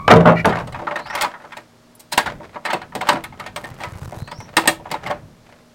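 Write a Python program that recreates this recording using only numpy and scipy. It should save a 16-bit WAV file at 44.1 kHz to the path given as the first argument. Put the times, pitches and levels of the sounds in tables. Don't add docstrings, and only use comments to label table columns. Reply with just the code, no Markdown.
import sys
import numpy as np
from scipy import signal
from scipy.fft import rfft, irfft, next_fast_len
from scipy.io import wavfile
from scipy.ndimage import uniform_filter1d, map_coordinates

SR = 44100
rng = np.random.default_rng(int(sys.argv[2]) if len(sys.argv) > 2 else 0)


def int16_out(signal):
    q = np.round(np.clip(np.atleast_2d(signal).T, -1, 1) * 32767)
    wavfile.write(sys.argv[1], SR, q.astype(np.int16))


N = 253442

# [t/s, clack level/dB before the door trim, wood level/dB before the door trim,
# treble slope/dB per octave, chatter/s]
THUDS = [(0.079, -4.5, -8.5, -8, 0.00071), (.104, -2.5, -1, -7.5, 0.013), (.126, -15.5, -2, -5, .024),
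         (.159, -21.5, -2.5, -3.5, 0.011), (.203, -22.5, -9, -5.5, 0.012), (.254, -8, -4, -16.5, 0.044),
         (.281, -17, -7.5, -10.5, 0.052), (.447, -8.5, -19, -14.5, 0.0043), (.455, -18.5, -7.5, 0, 0.0029),
         (.472, -22.5, -11, -6.5, 0.003)]
# [f/Hz, relative level/dB, t60/s]
DOOR_MODES = [(115, -5, .5), (168, 1, .5), (205, -5, .3), (240, -5, .3), (383, -2, .3), (455, 0, .3),
              (520, -5, .2), (618, -1, .25), (732, -4, .2), (883, -4, .18), (997, -3, .18), (1121, -5, .18),
              (1243, -3, .2)]
# [f/Hz, t60/s]
DOOR_FADE = [(100, 0.1), (500, 0.13), (1200, 0.11), (3000, 0.017), (12000, 0.013)]
# [f/Hz, gain/dB]
DOOR_TONE = [(35, -39.5), (60, -21.5), (90, -4), (160, -4), (250, 0), (400, 0), (600, 7.5), (1200, 6),
             (2500, -5), (4000, -16.5), (6500, -32.5), (15000, -57.5)]
REGISTERS = (25, 280, 800, 2500, 6000, 16000)
BOOM_DB = -2
LEAD_S = .008
GRAZE_S, GRAZE_SHARE = 0.00055, 0.19

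# [t/s, clack level/dB, wood level/dB, treble slope/dB per octave, chatter/s]
CLINKS = [(.491, -20, -21, -9, 0.0063), (.523, -16, -24.5, -15.5, 0.0049),
          (.568, -22.5, -29.5, -16, 0.0074), (.598, -27.5, -27, -13, 0.0057), (.673, -38.5, -32, -2, .002),
          (.724, -38, -40, -2.5, 0.0027), (.745, -24.5, -35, -11.5, 0.0027),
          (.789, -31, -29.5, -31.5, 0.0058), (.82, -35, -23, -27, 0.0077), (.870, -17, -28.5, -16, 0.0018),
          (.91, -21.5, -25.5, -11.5, .006), (.957, -20, -26.5, -7.5, 0.0093),
          (.991, -29.5, -32.5, -7, 0.0063), (1.057, -27.5, -43, -9, .02), (1.099, -25, -41, -8.5, 0.0065),
          (1.127, -24, -38, -13, .013), (1.151, -21, -29.5, -4, 0.0026), (1.176, -22.5, -33, -8, 0.018),
          (1.212, -19, -27, -0.5, 0.013), (1.232, -17, -23.5, -7.5, 0.019),
          (1.339, -29, -46, -15.5, 0.0071), (1.399, -40, -46, -13, 0.0033),
          (1.442, -34.5, -40, -22, 0.0082), (1.521, -28.5, -55, -8.5, 0.0079),
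          (1.568, -32.5, -34.5, -3, 0.01), (1.997, -56.5, -57, 7.5, .01), (2.121, -24, -28, 0.5, 0.013),
          (2.177, -10, -18.5, -2, 0.0044), (2.26, -21, -26.5, -7, 0.013), (2.401, -42, -30.5, -14, 0.0078),
          (2.558, -29, -30, -13, .0035), (2.652, -20.5, -29, -5, 0.01), (2.683, -21.5, -28.5, -16, 0.012),
          (2.701, -16, -36, -8.5, .009), (2.731, -19.5, -15, -4, .006), (2.816, -27, -39, -9.5, 0.0039),
          (2.922, -34.5, -48, -14, 0.0027), (2.952, -29, -20, -0.5, 0.003), (3.01, -21, -27, -5.5, 0.0081),
          (3.069, -23.5, -32.5, -6.5, .015), (3.089, -8, -17, -4.5, .004), (3.126, -33.5, -16.5, -1, 0.009),
          (3.156, -26, -25.5, -8.5, 0.0023), (3.239, -27, -47.5, -4, .0012), (3.324, -37, -41.5, -12, .018),
          (3.397, -28, -35.5, -4.5, .005), (3.462, -29.5, -33, -4.5, 0.0078),
          (3.561, -26.5, -29, -1, 0.0036), (3.641, -30, -33.5, -5.5, .008), (3.802, -31, -36.5, -7, 0.028),
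          (3.835, -24.5, -33.5, -5, 0.0028), (4.122, -39.5, -24.5, -13, 0.0071),
          (4.275, -35, -41, -4.5, 0.0015), (4.314, -30.5, -31.5, -4, .0025),
          (4.403, -38.5, -34.5, -2, .0026), (4.568, -10, -16.5, -0.5, 0.0013),
          (4.656, -25.5, -20.5, -5.5, 0.0028), (4.675, -12.5, -16, 1.5, .002), (4.797, -48, -32, -9, .007),
          (4.855, -30.5, -30.5, -17, 0.0046), (4.914, -26, -24.5, -0.5, 0.0028),
          (4.94, -22, -25, -8.5, 0.0063), (5.062, -24, -31.5, -6.5, 0.017), (5.101, -23, -19, -7, 0.013)]
# [f/Hz, relative level/dB, t60/s]
BRASS_MODES = [(329, -1.5, 0.29), (591.7, 7.5, 0.15), (746.3, 3.5, 0.12), (871.3, 9, 0.058),
               (965.6, 4.5, 0.13), (1281, -4.5, 0.2), (1400, -44, 0.073), (1550, -8.5, 0.092),
               (1847, 5, 0.088), (2136, 12.5, 0.038), (2585, 0, 0.062), (2800, -8.5, 0.037),
               (3320, -22.5, 0.033), (3920, -7, 0.047), (5110, -8, 0.065), (8230, 10.5, 0.052)]
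# [f/Hz, t60/s]
BRASS_FADE = [(200, 0.16), (900, 0.11), (2000, 0.077), (5000, 0.036), (14000, 0.004)]
# [f/Hz, gain/dB]
BRASS_TONE = [(60, -29), (150, -0.5), (400, -2.5), (900, 8), (1800, 4), (3000, -2), (4500, -6),
              (6000, -16.5), (8200, -17), (10500, -26), (15000, -28)]
REBOUND_S, REBOUND_DB, REBOUND_WOOD_DB, REBOUND_SLOPE = .011, -8.5, -3.5, -4

# [t/s, peak level/dB]
DROPS = [(1.236, -12), (2.179, 0.5), (3.091, -18.5), (4.942, -15.5)]
# [f/Hz, relative level/dB, t60/s]
RING_MODES = [(859, -3, 0.089), (981, -1, 0.064), (1916, -15.5, .1), (3840, -14.5, 0.051)]
# [t/s, peak level/dB]
TINGS = [(1.152, -22), (1.952, -37), (3.239, -29), (3.395, -51)]
# [f/Hz, relative level/dB, t60/s]
SHACKLE_MODES = [(7600, -6, 0.039), (10400, -1, 0.057), (13000, -2.5, 0.049), (14400, -6.5, 0.041),
                 (15380, -18, 0.038)]
# [t/s, peak level/dB]
SNAPS = [(4.574, -12), (4.682, -9)]
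# [f/Hz, relative level/dB, t60/s]
PADLOCK_MODES = [(327, -7, 0.21), (1277, -8.5, 0.051), (1780, -6, .05), (1674, -4, .05),
                 (4240, -14.5, 0.049)]

# [start t/s, length/s, level/dB before the slide trim]
SLIDES = [(.5, .1, -29), (.78, 0.2, -37), (1.13, 0.17, -33), (1.4, .2, -47), (2.28, 0.026, -34.5),
          (2.44, 0.017, -39), (2.545, 0.016, -41.5), (2.67, 0.083, -32.5), (3.02, .17, -37),
          (3.39, 0.075, -38), (3.58, .37, -43.5), (4.125, 0.034, -44), (4.4, .14, -45), (4.6, 0.085, -32),
          (4.87, 0.055, -37.5), (5.04, 0.089, -33), (5.45, .14, -50)]
SLIDE_ATTACK_S, SLIDE_RELEASE_S = 0.015, 0.018
# [start t/s, level/dB, length/s]
GRIND = [(0.355, -27.5, 0.0092), (0.376, -22.5, 0.035)]
# [f/Hz, gain/dB]
SCRAPE_TONE = [(150, -21.0), (400, 0.5), (600, 7), (1000, 0.5), (2000, -1.5), (3000, -10),
               (4500, -16.0), (8000, -25.5), (15000, -41.5)]
# [f/Hz, gain/dB]
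GRIND_TONE = [(600, -18.0), (1650, -17.0), (1950, 6.5), (2130, -11), (2330, 2.5), (2700, -25),
              (4700, -26.0), (9000, -46.0)]

# [start t/s, length/s, starting f/Hz, level/dB before flutter, dB per overtone]
SQUEAKS = [(0, 0.1, 1093, -36, -15), (0.371, 0.012, 1407, -30.5, -6)]
SQUEAK_ATTACK_S, SQUEAK_RELEASE_S = 0.0093, .005
SQUEAK_RISE_HZ_PER_S = 700

# [t/s, level/dB]
BUMPS = [(3.713, -27), (3.871, -26), (3.924, -27), (3.955, -24.5), (4.02, -21.5), (4.033, -25.5),
         (4.057, -26), (4.077, -24), (4.17, -25.5), (4.207, -32), (4.221, -18.5), (4.386, -24.5)]
BUMP_HZ, BUMP_SPREAD = 108, 0.055
# [start t/s, length/s, level/dB]
GRIPS = [(3.6, 0.617, -44)]
GRIP_ATTACK_S, GRIP_RELEASE_S = .03, 0.036
# [f/Hz, gain/dB]
CASE_TONE = [(60, 1), (300, 14.5), (900, 16.5), (3000, -1), (8000, -2.5), (13000, -8.5), (16000, -9.5)]

# [start t/s, length/s, level/dB at the last pitch, before the porch answers]
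WHISTLES = [(0.93, .25, -47.5), (4.145, .32, -50)]
# [share of its length, f/Hz before the burr]
SLUR = [(0, 3700), (.15, 4000), (.42, 4300), (.55, 4800), (.68, 5550), (.82, 5720), (1, 5700)]
BIRD_SWELL_DB = 8.5

# [f/Hz, t60/s]
PORCH_FADE = [(100, 0.48), (500, 0.3), (2000, 0.24), (6000, 0.17), (14000, 0.16)]
# [f/Hz, relative level/dB per Hz]
AIR_TONE = [(25, -11), (60, -12.5), (110, -20), (230, -8.5), (330, -6.5), (600, -10), (1500, -15.5),
            (2500, -20.5), (5000, -22), (8000, -27.5), (15000, -36.5)]
# [f/Hz, mean level/dB]
HUM = [(116, -63.5), (167, -63), (238, -54), (622, -61)]
# [f/Hz, gain/dB]
RUMBLE_TONE = [(15, -11.5), (32, -1.5), (55, -5), (115, 3), (190, 0), (320, -12.5), (700, -17.5),
               (2000, -48.5)]
# [start t/s, length/s, level/dB before the rumble trim]
LEANS = [(0, .75, -33), (1.05, 0.11, -47), (2.27, .08, -34.5), (2.82, 2.45, -42.5), (5.05, 0.063, -40.5)]
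LEAN_ATTACK_S, LEAN_RELEASE_S = .025, 0.088
REST_DB = -57.5
TOP_HZ = 15900


def door(modes_db=-9, wet_db=-7, trim_db=-1):
    out = np.zeros(N)
    for s, db, wood_db, slope, chatter in THUDS:
        blow = contact(DOOR_FADE, DOOR_MODES, chatter, modes_db, wet_db, grain_db=6.5)
        levels = [wood_db + BOOM_DB, wood_db, *treble(db, slope)]
        add(out, s - LEAD_S, voiced(colour(blow, DOOR_TONE), REGISTERS, levels))
    return amp(trim_db) * out


def rings(modes_db=-6, wet_db=-9):
    out = np.zeros(N)
    for s, db, wood_db, slope, chatter in CLINKS:
        for k in (0, 1):
            blow = contact(BRASS_FADE, BRASS_MODES, chatter, modes_db, wet_db, grain_db=4.0)
            upper = treble(db + k * REBOUND_DB, slope + k * REBOUND_SLOPE)
            levels = [wood_db + k * REBOUND_WOOD_DB, *upper]
            shaped = voiced(colour(blow, BRASS_TONE), REGISTERS[1:], levels)
            add(out, s + k * REBOUND_S - LEAD_S, shaped)
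    return out


def free_metal(blows, modes):
    out = np.zeros(N)
    for s, db in blows:
        note = ringing(modes, scatter_db=1)
        add(out, s, amp(db) * note / np.abs(note).max())
    return out


def sliding(trim_db=-2):
    t = np.arange(N) / SR
    scrape = rubbed(280, SCRAPE_TONE)
    bind = sum(amp(db) * np.exp(-2 * ((t - s - length / 2) / length) ** 2) for s, db, length in GRIND)
    grind = rubbed(1100, GRIND_TONE)
    strokes = amp(trim_db) * swells(SLIDES, SLIDE_ATTACK_S, SLIDE_RELEASE_S)
    return in_porch(strokes * scrape, wet_db=-11) + bind * grind


def hinge(waver=0.022, flutter_db=4.5, wet_db=-7):
    out, t = np.zeros(N), np.arange(N) / SR
    for s, length, hz, db, overtone_db in SQUEAKS:
        pitch = hz + SQUEAK_RISE_HZ_PER_S * np.clip(t - s, 0, length)
        phase = 2 * np.pi * np.cumsum(pitch * (1 + waver * wobble(400))) / SR
        harmonics = [amp(overtone_db * k) * np.sin((k + 1) * phase) / (1 + (k > 1)) for k in range(3)]
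        out += swells([(s, length, db)], SQUEAK_ATTACK_S, SQUEAK_RELEASE_S) * unit(sum(harmonics))
    return in_porch(amp(flutter_db * wobble(160)) * out, wet_db)


def handling(life_s=0.0046, ticks_per_s=230, click_db=-14):
    out, t = np.zeros(N), np.arange(SR // 8) / SR
    tick = np.exp(-t / 0.00079)
    for s, db in BUMPS:
        hz = BUMP_HZ * (1 + BUMP_SPREAD * rng.standard_normal())
        thump = t / life_s * np.exp(1 - t / life_s) * np.sin(2 * np.pi * hz * t)
        click = colour(tick * rng.standard_normal(len(t)), CASE_TONE)
        add(out, s, amp(db) * (thump + amp(click_db) * click))
    slips = (rng.random(N) < ticks_per_s / SR) * rng.uniform(0.38, 1, N)
    ticks = signal.fftconvolve(slips, tick)[:N] * rng.standard_normal(N)
    return out + swells(GRIPS, GRIP_ATTACK_S, GRIP_RELEASE_S) * unit(colour(ticks, CASE_TONE))


def bird(wet_db=2):
    out = np.zeros(N)
    for s, length, db in WHISTLES:
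        u = np.linspace(0, 1, int(length * SR))
        hz = np.interp(u, *np.transpose(SLUR))
        phase = 2 * np.pi * np.cumsum(hz * (1 + .032 * wobble(600)[:len(u)])) / SR
        gain = amp(db + BIRD_SWELL_DB * np.log2(hz / hz[-1])) * signal.windows.tukey(len(u), .25)
        add(out, s, gain * np.sin(phase))
    return in_porch(out, wet_db)


def outdoors(air_db=-54, rumble_trim_db=-3):
    t = np.arange(N) / SR
    air = amp(air_db + 0.39 * wobble(0.82)) * unit(colour(rng.standard_normal(N), AIR_TONE))
    low = unit(colour(rng.standard_normal(N), RUMBLE_TONE))
    hum = sum(amp(db + 1.2 * wobble(1.5)) * np.sin(2 * np.pi * hz * t + 1.3 * wobble(6))
              for hz, db in HUM)
    leaning = amp(REST_DB) + swells(LEANS, LEAN_ATTACK_S, LEAN_RELEASE_S)
    return air + hum + amp(rumble_trim_db) * leaning * low


def contact(fade, modes, chatter, modes_db, wet_db, grain_db):
    t = np.arange(SR // 2) / SR - LEAD_S
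    rebounds = unit(uniform_filter1d(rng.standard_normal(len(t)), size=48))
    grain = amp(grain_db * rebounds * np.exp(-np.abs(t) / 0.15))
    attack = .5 + .5 * np.tanh(t / (GRAZE_S + GRAZE_SHARE * min(chatter, .02)))
    crowd = unit(fading(fade, LEAD_S + chatter) * attack * grain)
    strong = np.pad(ringing(modes, scatter_db=4.5), (round(LEAD_S * SR), 0))[:len(t)]
    walls = unit(fading(PORCH_FADE) * (1 - np.exp(-np.maximum(t, 0) / 0.0049)))
    return crowd + amp(modes_db) * attack * strong + amp(wet_db) * walls


def voiced(blow, edges, levels):
    hz = np.arange(20, 16000, 90)
    ripple_db = 3.3 * rng.standard_normal(len(hz)) * np.minimum(hz / 1000, 1)
    blow = colour(blow, np.column_stack([hz, ripple_db]))
    parts = [band(blow, lo, hi) for lo, hi in zip(edges, edges[1:])]
    peaks = [np.sqrt(uniform_filter1d(p ** 2, size=220).max()) for p in parts]
    centres = np.sqrt(np.multiply(edges[:-1], edges[1:]))
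    return colour(blow, np.column_stack([centres, np.array(levels) - 20 * np.log10(peaks)]))


def treble(db, slope):
    centres = np.sqrt(np.multiply(REGISTERS[2:-1], REGISTERS[3:]))
    return db + slope * np.log2(centres / centres[0])


def ringing(modes, scatter_db):
    t = np.arange(SR // 2) / SR
    hz, db, t60 = np.transpose(modes)[:, :, None]
    size = amp(db + scatter_db * rng.standard_normal(hz.shape)) * rng.choice([-1, 1], hz.shape)
    decay = np.exp(-np.log(1000) * t / t60)
    return unit(np.sum(size * decay * np.sin(2 * np.pi * hz * t), axis=0))


def rubbed(slips_per_s, tone):
    slips = (rng.random(N) < slips_per_s / SR) * rng.exponential(size=N) ** 2
    energy = signal.fftconvolve(slips, np.exp(-np.arange(SR // 20) / SR / 0.0026))[:N]
    return unit(colour(np.sqrt(np.abs(energy)) * rng.standard_normal(N), tone))


def in_porch(x, wet_db):
    tail = fading(PORCH_FADE) * (1 - np.exp(-np.arange(SR // 2) / SR / 0.0044))
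    return x + amp(wet_db) * signal.fftconvolve(x, tail / np.linalg.norm(tail))[:len(x)]


def fading(fade, hold=0):
    hz, t, z = signal.stft(rng.standard_normal(SR // 2), SR, nperseg=128)
    decay = amp(-60 * np.maximum(t - hold, 0) / along(fade, hz)[:, None])
    return unit(signal.istft(z * decay, SR, nperseg=128)[1][:SR // 2])


def swells(rows, attack, release):
    t = np.arange(N) / SR
    gain = 0
    for s, length, db in rows:
        before, after = np.maximum(s - t, 0), np.maximum(t - s - length, 0)
        gain = gain + amp(db) * np.exp(-before / attack - after / release)
    return gain


def colour(x, points):
    m = 2 * next_fast_len(len(x) // 2 + 4096)
    cep = irfft(np.log(amp(along(points, np.fft.rfftfreq(m, 1 / SR)))))
    cep[1:m // 2] *= 2
    cep[m // 2 + 1:] = 0
    return irfft(rfft(x, m) * np.exp(rfft(cep)))[:len(x)]


def band(x, lo, hi):
    return signal.sosfilt(signal.butter(3, [lo, hi], 'band', fs=SR, output='sos'), x)


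def wobble(rate):
    knots = rng.standard_normal(int(N * rate / SR) + 4)
    return map_coordinates(knots, [np.arange(N) * rate / SR])


def along(points, hz):
    f, v = np.transpose(points)
    return np.interp(np.log(hz + 1), np.log(f + 1), v)


def amp(db):
    return 10 ** (np.asarray(db) / 20)


def unit(x):
    return x / np.sqrt(np.mean(x ** 2) + 1e-20)


def add(track, s, sound):
    i = max(round(s * SR), 0)
    track[i:i + len(sound)] += sound[:N - i]


def scene():
    strikes = door() + hinge() + rings()
    clear_notes = free_metal(DROPS, RING_MODES) + free_metal(TINGS, SHACKLE_MODES)
    clear_notes += free_metal(SNAPS, PADLOCK_MODES)
    return (strikes + clear_notes + sliding() + handling() + bird() + outdoors())[None]


def record(dry):
    m = next_fast_len(N + SR // 2)
    clipped = np.clip(dry, -1, 1)
    return irfft(rfft(clipped, m) * (np.fft.rfftfreq(m, 1 / SR) < TOP_HZ), m)[..., :N]


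dry = scene()
out = record(dry)
int16_out(out)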